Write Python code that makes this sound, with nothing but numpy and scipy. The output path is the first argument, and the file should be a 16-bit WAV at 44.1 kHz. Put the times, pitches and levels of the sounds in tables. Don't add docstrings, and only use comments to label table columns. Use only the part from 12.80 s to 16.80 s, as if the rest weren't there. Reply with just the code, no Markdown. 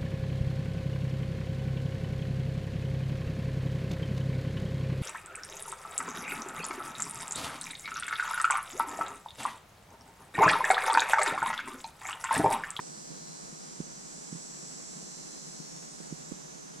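import sys
import numpy as np
from scipy import signal
from scipy.fft import rfft, irfft
from scipy.io import wavfile

SR = 44100
rng = np.random.default_rng(int(sys.argv[2]) if len(sys.argv) > 2 else 0)


def dump_mix(stems):
    frames = np.atleast_2d(stems).T
    limited = np.clip(frames, -1, 1)
    pcm = np.round(limited * 32767).astype(np.int16)
    wavfile.write(sys.argv[1], SR, pcm)


N = 176400
T = np.arange(N) / SR
HZ = np.fft.rfftfreq(N, 1 / SR)

# (frequency [Hz], relative level [dB])
BODY_RESONANCE = [(2500, -33), (3400, -10.5), (4200, -2), (5000, -4), (5600, 3.5), (6600, -1.5), (7600, 1),
                  (8600, -4.5), (10000, -7.5), (11300, -15.5), (15000, -23)]
STRONG_RAD, WEAK_RAD = 1.15, 3.0


def amp(db):
    return 10 ** (np.asarray(db) / 20)


def unit(x):
    return x / np.sqrt(np.mean(abs(x) ** 2) + 1e-20)


def curve(rows, column=1):
    rows = np.array(rows)
    return np.interp(T, rows[:, 0], rows[:, column])


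def colour(rows):
    hz, value = np.transpose(rows)
    return np.interp(np.log(HZ + 1), np.log(hz), value)


def wander(hz):
    points = 4096
    freqs = np.fft.rfftfreq(points, N / SR / points)
    slow = unit(irfft(rfft(rng.standard_normal(points)) / np.sqrt(1 + (freqs / hz) ** 4)))
    return np.interp(T, np.linspace(0, T[-1], points), slow)


def spin(hz, jitter_hz, quick_hz=25):
    return 2 * np.pi * np.cumsum(hz + jitter_hz * wander(quick_hz)) / SR


def air():
    # (frequency [Hz], relative level [dB])
    rumble_tone = [(20, -26), (48, -17.5), (75, -25), (110, -41), (132, -8.5), (160, 1), (195, -3.5),
                   (300, -5.5), (500, -8.5), (800, -10), (1500, -16), (2800, -24), (6000, -28.5),
                   (15000, -58)]
    # (frequency [Hz], likeness [-1 opposite to 1 the same])
    side_likeness = [(30, 1), (100, 0.29), (160, 0.16), (280, -0.46), (600, -0.78), (1400, -0.7),
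                     (2500, -0.27), (4000, 1), (12000, -0.78)]
    level_db, flicker_db = -48, 0.71
    left, unrelated = rfft(rng.standard_normal((2, N)) * amp(flicker_db * wander(27)))
    alike = np.clip(colour(side_likeness), -1, 1)
    right = alike * left + np.sqrt(1 - alike ** 2) * unrelated
    return amp(level_db) * unit(irfft(np.array([left, right]) * amp(colour(rumble_tone)), N))


def finger_bumps():
    # (time [s], strength [dB], pitch [Hz], left minus right [dB])
    touches = [(0.306, -43, 224, -11), (0.319, -39.5, 222, -19), (0.7274, -44, 200, 3),
               (0.733, -41.5, 170, 5), (1.0047, -27, 187, -7.5), (1.529, -32.5, 167, -7),
               (1.5523, -38.5, 157, -10), (1.559, -41, 160, -13), (2.18, -45, 180, -2),
               (2.228, -45, 295, -5), (2.803, -38, 182, 29), (3.2046, -37.5, 249, -28),
               (3.327, -29.5, 183, -7), (3.518, -37, 234, -4), (3.5215, -29, 203, -34),
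               (3.755, -43.5, 174, -16), (3.785, -57, 177, 3), (3.962, -45, 170, -1)]
    ring_hz, ring_s, ring_db = 163.6, 0.0094, -4.5
    rebound_hz, rebound_s, rebound_db = 49.6, 0.028, -31
    bass_cut_hz, leak_db = 133, -20.5
    knock, rebound = np.zeros((2, 2, N))
    for at_s, db, hz, pan_db in touches:
        gain = amp(db) * unit(amp([[pan_db / 2], [-pan_db / 2]]))
        angle = np.clip(2 * np.pi * hz * (T - at_s), -10, 10)
        push_pull = angle * np.exp((1 - angle ** 2) / 2)
        age = np.clip(T - at_s, 0, .5)
        ring = amp(ring_db) * np.sin(2 * np.pi * ring_hz * age) * np.exp(-age / ring_s)
        knock += gain * (push_pull + ring)
        rebound += gain * np.sin(2 * np.pi * rebound_hz * age) * np.exp(-age / rebound_s)
    bass_cut = 1 - 1 / (1 + (HZ / bass_cut_hz) ** 20)
    return irfft(rfft(knock) * (bass_cut + amp(leak_db)), N) + amp(rebound_db) * rebound


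def far_chorus():
    # (time [s], level [dB])
    loudness = [(0, -59), (.8, -58.5), (1.4, -56.5), (2.2, -58.5), (3, -56), (3.4, -54.5), (4, -55)]
    # (frequency [Hz], left minus right [dB])
    balance = [(3000, -0.5), (6000, -6), (8500, -9.5), (11500, -2.5), (15000, 1)]
    rate_hz, rate_spread, buzz_db = 300, 0.066, -9
    buzz = np.zeros((2, len(HZ)), complex)
    for _ in range(3):
        own_hz = rate_hz * (1 + rate_spread * rng.uniform(-1, 1))
        cycles = spin(own_hz, jitter_hz=0.533) / (2 * np.pi)
        clicks = np.sinc((cycles % 1 - .5) * SR / rate_hz)
        echoes = rng.standard_normal((2, 1024)) * np.exp(-np.arange(1024) / 200)
        buzz += rfft(clicks) * rfft(echoes, N)
    tone = amp(colour(BODY_RESONANCE) + colour(balance) * np.array([[.5], [-.5]]))
    hiss = unit(irfft(rfft(rng.standard_normal((2, N))) * tone, N))
    return amp(curve(loudness)) * (hiss + amp(buzz_db) * unit(irfft(buzz * tone, N)))


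def echo_swell(hz):
    # (time [s], half length [s], frequency [Hz], level change [dB])
    swells = [(0, .4, 7885, 5), (.05, .15, 7300, 5), (.3, .35, 4680, 6), (.42, .2, 7300, -7),
              (.5, .3, 4090, 8.5), (.5, .35, 5550, -4), (.7, .3, 4380, -5), (.8, .25, 6130, -6),
              (.88, .25, 7885, -7), (1.1, .13, 6245, 7), (1.05, .35, 8470, 5), (1.3, .2, 6715, 4),
              (1.55, .35, 6260, -4), (1.6, .4, 4090, -4), (1.8, .3, 7885, 4.5), (1.85, .3, 5550, 4),
              (1.95, .25, 8470, -4), (1.95, .4, 7300, 3), (2.35, .2, 7885, -4), (2.45, .2, 6715, -3),
              (2.5, .25, 4090, 6), (2.55, .35, 6130, 5), (2.72, .06, 7885, 2), (2.85, .05, 7885, -5),
              (2.9, .12, 5550, 6), (2.98, .07, 7885, 5), (2.95, .2, 6810, 3), (3, .2, 6715, 4),
              (3.1, .15, 8470, 6), (3.22, .06, 7885, 6), (3.35, .04, 6080, 10), (3.5, .08, 7885, 7),
              (3.47, .28, 7350, 11), (3.9, .2, 6245, 3), (3.9, .25, 7885, -6)]
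    reach_hz = 30
    return amp(sum(db * np.exp(-((T - at_s) / half_s) ** 2)
                   for at_s, half_s, at_hz, db in swells if abs(hz - at_hz) < reach_hz))


def overtone(phase, db, pan_db, gap_rad, scatter_rad):
    fade_depth, fade_hz, side_scatter_rad = .2, 3, .45
    mean_hz = (phase[-1] - phase[0]) / T[-1] / (2 * np.pi)
    gains = unit(amp([pan_db / 2, -pan_db / 2])) * amp(db) * np.sqrt(2 / (1 + fade_depth ** 2))
    shifts = scatter_rad * rng.standard_normal() + side_scatter_rad * rng.standard_normal(2)
    waves = np.cos(np.array([phase + gap_rad, phase]) + shifts[:, None])
    faded = [gain * (1 + fade_depth * wander(fade_hz)) * wave for gain, wave in zip(gains, waves)]
    return echo_swell(mean_hz) * np.array(faded)


def lower_cicada():
    # (time [s], rate [Hz])
    tymbal_rate = [(0, 273.2), (1.2, 272.5), (3, 272), (4, 271.4)]
    # (time [s], level change [dB])
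    loudness = [(0, -19), (.7, -25), (1.1, 1), (1.5, 3), (2.2, 0), (3, -3), (3.45, 0.5), (4, 1)]
    # (multiple of the rate, base level [dB], left minus right [dB],
    # time when the drift adds no phase gap [s])
    tones = [(19, -71, -3, 3.6), (20, -68, 0, 3.5), (21, -71, -4, 3.6), (22, -66, -8, 3.6),
             (23, -60, -11, 3.9), (24, -67, 3, 3.7), (25, -64, 2, 3.1), (26, -64, -7, 3.8),
             (27, -68, -7, 3.3), (28, -71, 2, 3.8), (29, -66, -8, 3.2)]
    drift_rad_per_s = 2.2
    tymbal = spin(curve(tymbal_rate), jitter_hz=0.213)
    buzz = sum(overtone(multiple * tymbal, db, pan_db, drift_rad_per_s * (T - no_gap_s), WEAK_RAD)
               for multiple, db, pan_db, no_gap_s in tones)
    return amp(curve(loudness)) * buzz


def rasp(tymbal):
    puffs = rng.standard_normal((2, N)) * np.cos(tymbal) ** 8
    return unit(irfft(rfft(puffs) * amp(colour(BODY_RESONANCE)), N))


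def near_cicada():
    # (time [s], rate [Hz])
    tymbal_rate = [(0, 293.7), (.7, 293.2), (1, 292.8), (1.6, 292.5), (2.2, 292.25), (2.8, 292.2),
                   (3.15, 291.5), (3.4, 289.5), (4, 286)]
    # (time [s], wobble [Hz])
    jitter = [(0, 0.077), (2.6, 0.14), (3.1, 0.28), (3.4, 2.8), (4, 3.7)]
    # (time [s], change of low overtones [dB], change of high overtones [dB])
    loudness = [(0, 0, -2.5), (.6, -0.5, -1.5), (1.2, -2.5, -2), (1.8, 0, 0), (2.3, 0, 1.5),
                (2.75, 0.5, -2.5), (3.15, -2.5, -4), (3.4, -4, -6), (3.75, -8.5, -13), (4, -10, -13)]
    # (multiple of the rate, base level [dB], left minus right [dB],
    # side tone below [dB], side tone above [dB], time when the drift adds no phase gap [s])
    tones = [(14, -69, 1, -78, -72, 1.5), (15, -66, 6, -77, -72, 3.6), (16, -70, 3, -78, -73, 0.3),
             (17, -62, 0, -79, -66, 4.7), (18, -64, -7, -71, -74, 0.5), (19, -63, 0, -67, -63, 2.0),
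             (20, -67, 0, -66, -68, 1.0), (21, -62, -4, -61, -62, 2.4), (22, -69, 0, -68, -66, 0.2),
             (23, -60, -1, -78, -62, 2.4), (24, -66, -2, -73, -71, 0.1), (25, -58, -6, -68, -62, 1.9),
             (26, -67, -6, -73, -69, 3.6), (27, -57, -7, -69, -66, 1.6), (28, -70, -6, -73, -73, 0.9),
             (29, -63, -7, -75, -68, 1.6), (30, -73, -6, -75, -78, 2.5), (31, -70, -7, -70, -78, 1.6)]
    stroke_hz, drift_rad_per_s, rasp_db, first_high_multiple = 101, 1.3, -54.5, 24
    tymbal = spin(curve(tymbal_rate), curve(jitter), quick_hz=53.7)
    stroke = spin(stroke_hz, jitter_hz=3.6)
    low_gain, high_gain = amp(curve(loudness)), amp(curve(loudness, column=2))
    buzz = low_gain * amp(rasp_db) * rasp(tymbal)
    for multiple, db, pan_db, below_db, above_db, no_gap_s in tones:
        phase = multiple * tymbal
        gap_rad = drift_rad_per_s * (T - no_gap_s)
        centre = overtone(phase, db, pan_db, gap_rad, STRONG_RAD if multiple % 2 else WEAK_RAD)
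        below = overtone(phase - stroke, below_db, pan_db, gap_rad, WEAK_RAD)
        above = overtone(phase + stroke, above_db, pan_db, gap_rad, WEAK_RAD)
        gain = high_gain if multiple >= first_high_multiple else low_gain
        buzz += gain * (centre + below + above)
    return buzz


def scene():
    return near_cicada() + lower_cicada() + far_chorus() + air() + finger_bumps()


def record(dry):
    cutoff_hz = 15100
    low_pass = signal.firwin(511, cutoff_hz, window=("kaiser", 9), fs=SR)
    return signal.oaconvolve(dry, low_pass[None], "same")


dry = scene()
out = record(dry)
dump_mix(out)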